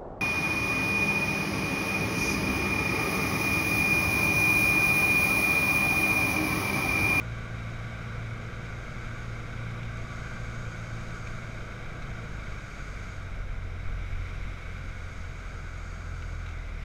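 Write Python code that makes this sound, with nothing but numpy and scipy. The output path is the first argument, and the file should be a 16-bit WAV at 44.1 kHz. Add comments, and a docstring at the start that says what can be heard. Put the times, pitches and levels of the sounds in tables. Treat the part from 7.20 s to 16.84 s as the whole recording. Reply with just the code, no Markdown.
"""A low piston-engine drone fills the cabin of a light aircraft on final approach, then sinks in pitch
as the throttle comes back after five seconds. Shaft speed sets the pitch and balance of the drone,
the rasp of the cowling and the strength of the air rushing over the cabin. A door seal hisses as its
gap works open and shut and ticks once, gusts buffet the airframe and a loose fitting rattles at times."""
import sys
import numpy as np
from scipy import signal
from scipy.fft import rfft, irfft, next_fast_len
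from scipy.io import wavfile
from scipy.ndimage import uniform_filter1d

SR = 44100
rng = np.random.default_rng(int(sys.argv[2]) if len(sys.argv) > 2 else 0)


def output_pcm(signal):
    """Save a mono or channel-first signal as 16-bit PCM at the path in sys.argv[1].

    Samples are clipped to [-1, 1] before scaling.
    """
    pcm = np.clip(np.atleast_2d(signal).T, -1, 1) * 32767
    wavfile.write(sys.argv[1], SR, np.round(pcm).astype(np.int16))


N = 425118

# propeller shaft speed (time [s], speed [turns/s])
SHAFT_SPEED = [(0, 28.45), (.9, 28.2), (1.5, 28.25), (2.6, 28.7), (3.9, 28.18), (4.4, 28.25), (4.9, 28.45),
               (5.35, 25.5), (5.6, 24.2), (6.1, 22.65), (6.6, 21.9), (7.7, 21.9), (9.3, 20.8), (9.64, 19.1)]
APPROACH_HZ = 28.4  # shaft speed before the throttle comes back
# body of the drone: blade and firing harmonics
# (multiple of shaft speed, base level [dB], change with shaft speed [dB/octave])
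DRONE_HARMONICS = [(2, -47, -18), (4, -40.5, 1), (6, -52, 3), (8, -54, 25)]
# swells and dips on those harmonics (time [s], gain [dB])
DRONE_SWELL = [(0, 1.5), (1.05, 2), (1.45, -2), (2.6, 0.5), (4.2, -1.5), (4.6, -4.5), (5.1, 1.5),
               (5.85, -1), (6.9, 3), (7.9, -3), (8.4, -3.5), (9.15, 3), (9.64, -1.5)]
# exhaust and propeller overtones (multiple of shaft speed, level at full power [dB])
OVERTONES = [(1, -52), (3, -55), (5, -55), (10, -70), (12, -58), (13, -71), (14, -67), (15, -64), (17, -59),
             (17.5, -63), (18, -67), (18.5, -67), (19, -65), (21, -64), (22, -64), (23, -63), (24, -66),
             (24.5, -66), (26.5, -70), (29, -71)]
# ring of the cowling panels (centre [Hz], width [Hz], relative level [dB])
COWLING_MODES = [(1556, 160, 1), (3140, 46, -4.5), (3780, 270, -11.5)]
# dark cabin roar (frequency [Hz], relative level [dB])
ROAR_SPECTRUM = [(20, -1), (45, 10), (75, 10.5), (135, 12.5), (190, 5.5), (270, -0.5), (380, -3.5),
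                 (510, -0.5), (570, -4), (650, -0.5), (870, -9), (1050, -6.5), (1800, -16), (3000, -55)]
# midrange rush of the cabin panels (centre [Hz], width [Hz], relative level [dB])
CABIN_MODES = [(1186, 180, -15), (1335, 266, -2), (1463, 140, 1), (1590, 92, -2)]
# bright slipstream over the windscreen (frequency [Hz], relative level [dB])
SLIPSTREAM_SPECTRUM = [(800, -24.5), (1800, -11.5), (1980, -4.5), (2250, 1), (2420, -5), (2560, -11),
                       (2780, -14.5), (3400, -16), (3830, -13), (4200, -23.5), (5500, -21), (7200, -29),
                       (9500, -34.5), (15000, -44)]
# rise and fall of that slipstream (time [s], level [dB])
SLIPSTREAM_LEVEL = [(0, -49), (.7, -48), (1.4, -49.5), (2.3, -48.5), (3.7, -49.5), (4.1, -49), (4.5, -49.5),
                    (5.7, -49.5), (6.4, -52), (7.15, -48.8), (8.8, -52.5), (9.64, -50.5)]
# breathy vent whistle (centre [Hz], width [Hz], relative level [dB])
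VENT_MODES = [(1154, 53, 0)]
# opening of the door seal (time [s], gap relative to its usual width [dB])
SEAL_GAP = [(0, -1), (1.1, -3), (2, 2.5), (2.6, -5), (2.9, 3.5), (4.05, 5), (4.65, -1.5), (5.25, 1),
            (5.5, 4.3), (5.92, 3), (6.25, -9), (7.5, -4), (7.85, 1), (9.1, 3), (9.64, -9)]
# colour of the seal's hiss (centre [Hz], width [Hz], relative level [dB])
SEAL_MODES = [(3840, 1000, -9.5), (4680, 890, -1), (5660, 560, -5.5), (6350, 410, 1), (6690, 430, 1.5),
              (7650, 550, -6.5), (8170, 380, -8), (8940, 440, -14), (10800, 1500, -20), (11500, 900, -21.5)]
# gusts on the airframe (time [s], level [dB])
GUSTS = [(0, -46), (.7, -48), (1.8, -42), (3.6, -43.5), (4.6, -40), (5.8, -42), (6.3, -37.5), (6.8, -34.5),
         (7.4, -42.5), (8.1, -42), (8.7, -46.5), (9.64, -45)]
# deep rumble of the buffet (frequency [Hz], relative level [dB])
BUFFET_SPECTRUM = [(3, -8), (10, -1), (20, -4.5), (30, -0.5), (40, -10), (55, -10), (90, -42), (200, -80)]
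# rattles of a loose fitting (time [s], strength [dB], decay [s])
RATTLES = [(2.63, -39.5, 0.005), (2.65, -42.5, .007), (3.905, -43.5, 0.0046), (4.07, -39.5, 0.0066),
           (4.822, -42, .007), (9.022, -41, .005), (9.262, -43, .008), (9.287, -44, .006),
           (9.31, -46, .005)]
# ring of that fitting (centre [Hz], width [Hz], relative level [dB])
FITTING_MODES = [(2380, 550, 6), (2980, 840, -5.5), (3800, 550, -3), (5800, 2300, -14)]
# a small bright tick from the door seal (time [s], strength [dB], decay [s])
SEAL_TICKS = [(2.771, -51, .005)]
# colour of that tick (frequency [Hz], relative level [dB])
TICK_SPECTRUM = [(2000, -20), (5000, -4), (7800, 0), (9000, -13), (14000, -30)]


def engine(angle, shaft_hz, octaves, power_db, waver_db=1.45, flutter_db=1.5, jitter_rad=0.076):
    """Two blades and two firings pass per turn; uneven combustion makes the overtones flutter."""
    node_hz, node_width_hz, node_db, node_turn_rad = 100.6, 6.7, -9.5, 1.41
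    swell_db, drone = curve(DRONE_SWELL), np.zeros(N)
    # as the engine slows, the lowest harmonic takes over and the next lines up with it
    for multiple, db, db_per_octave in DRONE_HARMONICS:
        # a standing-wave node in the cabin swallows a harmonic sliding through it and turns its phase
        from_node = (multiple * shaft_hz - node_hz) / node_width_hz
        dip_db = node_db * np.exp(-from_node ** 2)
        turn = node_turn_rad * (1 + np.tanh(from_node)) / 2
        level_db = db + swell_db + db_per_octave * octaves + dip_db + waver_db * wander(14)
        drone -= undb(level_db) * np.cos(multiple * angle + turn)
    for multiple, db in OVERTONES:
        phase = multiple * angle + rng.uniform(0, 2 * np.pi) + jitter_rad * wander(12)
        drone += undb(db + power_db + flutter_db * wander(9)) * np.sin(phase)
    return np.sqrt(2) * drone


def cowling(angle, power_db, full_power_db=-56, pulse_depth=0.26, waver_db=0.98):
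    """Valve gear and exhaust rasp ring the panels in step with the firings, fading with the throttle."""
    rasp = noise(resonances(COWLING_MODES)) * (1 + pulse_depth * np.cos(2 * angle))
    return rasp * undb(full_power_db + power_db + waver_db * wander(7.7))


def airflow(angle, octaves, gap_db, roar_db=-42.5, rush_db=-48, whistle_db=-56.5, chop=0.05):
    """Air shakes the cabin panels, harder with a fast propeller and an open seal."""
    roar = noise(spectrum(ROAR_SPECTRUM)) * undb(roar_db + 6 * octaves)
    flow_db = 5 * octaves + 0.22 * gap_db
    rush = noise(resonances(CABIN_MODES)) * undb(rush_db + flow_db - 0.63 * wander(25))
    slipstream = noise(spectrum(SLIPSTREAM_SPECTRUM)) * undb(curve(SLIPSTREAM_LEVEL) + 0.5 * wander(30))
    # the vent whistle dies away as the propeller slows
    whistle = noise(resonances(VENT_MODES)) * undb(whistle_db + 20 * octaves + 0.5 * wander(5))
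    propeller_wash = 1 + chop * np.sin(angle)  # a light pulse on each turn
    return roar + propeller_wash * (rush + slipstream + whistle)


def door_seal(gap_db, hiss_db=-64, flicker_db=0.5):
    """Air hisses through a narrow gap, more or less as the aircraft yaws."""
    return noise(resonances(SEAL_MODES)) * undb(hiss_db + gap_db + flicker_db * wander(14))


def buffet():
    """Gusts rock the whole airframe with a deep rumble."""
    return noise(spectrum(BUFFET_SPECTRUM)) * undb(curve(GUSTS))


def knocks(events, colour, attack_s=0.001):
    """Short chattering contacts: bursts of noise that start fast and die away."""
    envelope = np.zeros(N)
    for start_s, db, decay_s in events:
        age = np.clip(np.arange(N) / SR - start_s, 0, .5)
        envelope += undb(db) * (1 - np.exp(-age / attack_s)) * np.exp(-age / decay_s)
    return envelope * noise(colour)


def undb(db):
    """Decibels to gain."""
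    return 10 ** (np.asarray(db) / 20)


def curve(table):
    """(time [s], value) points joined by straight lines."""
    return np.interp(np.arange(N) / SR, *np.transpose(table))


def wander(rate_hz):
    """Smooth random drift with a spread near 0.75."""
    hold = int(SR / rate_hz)
    steps = np.repeat(rng.standard_normal(N // hold + 1), hold)
    return 1.02 * uniform_filter1d(uniform_filter1d(steps, hold), hold)[:N]


def noise(colour):
    """Noise of unit level, coloured by a gain at each frequency."""
    size = next_fast_len(N, True)
    coloured = irfft(rfft(rng.standard_normal(N), size) * colour, size)[:N]
    return coloured / np.std(coloured)


def frequencies():
    """Frequency of each spectral line [Hz]."""
    return np.maximum(np.fft.rfftfreq(next_fast_len(N, True), 1 / SR), 1)


def spectrum(points):
    """Gain of an EQ curve through (frequency [Hz], level [dB]) points."""
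    hz, db = np.transpose(points)
    return undb(np.interp(np.log(frequencies()), np.log(hz), db))


def resonances(modes):
    """Gain of steep-sided resonances that add in power."""
    f = frequencies()
    peaks = (undb(db) / (1 + ((f * f - hz * hz) / (f * width)) ** 2) for hz, width, db in modes)
    return np.sqrt(sum(peak ** 2 for peak in peaks))


def scene():
    """The shaft drives the drone, the rasp and the propeller wash; the seal gap lets in hiss and rush."""
    shaft_hz, gap_db = curve(SHAFT_SPEED), curve(SEAL_GAP)
    octaves = np.log2(shaft_hz / APPROACH_HZ)
    power_db = -2.5 + 23 * octaves  # relative to full power, falling as the shaft slows
    angle = 2 * np.pi * np.cumsum(shaft_hz) / SR
    motor = engine(angle, shaft_hz, octaves, power_db) + cowling(angle, power_db)
    air = airflow(angle, octaves, gap_db) + door_seal(gap_db) + buffet()
    rattles = knocks(RATTLES, resonances(FITTING_MODES))
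    tick = knocks(SEAL_TICKS, spectrum(TICK_SPECTRUM))
    return (motor + air + rattles + tick)[None]


def record(dry):
    """Quick fades keep the ends free of clicks; a steep low-pass trims the highest treble."""
    fade_s, cutoff_hz = .004, 15200
    fades = curve([(0, 0), (fade_s, 1), (N / SR - fade_s, 1), (N / SR, 0)])
    lowpass = signal.ellip(10, .2, 70, cutoff_hz, fs=SR, output="sos")
    return signal.sosfilt(lowpass, dry * fades)


dry = scene()
out = record(dry)
output_pcm(out)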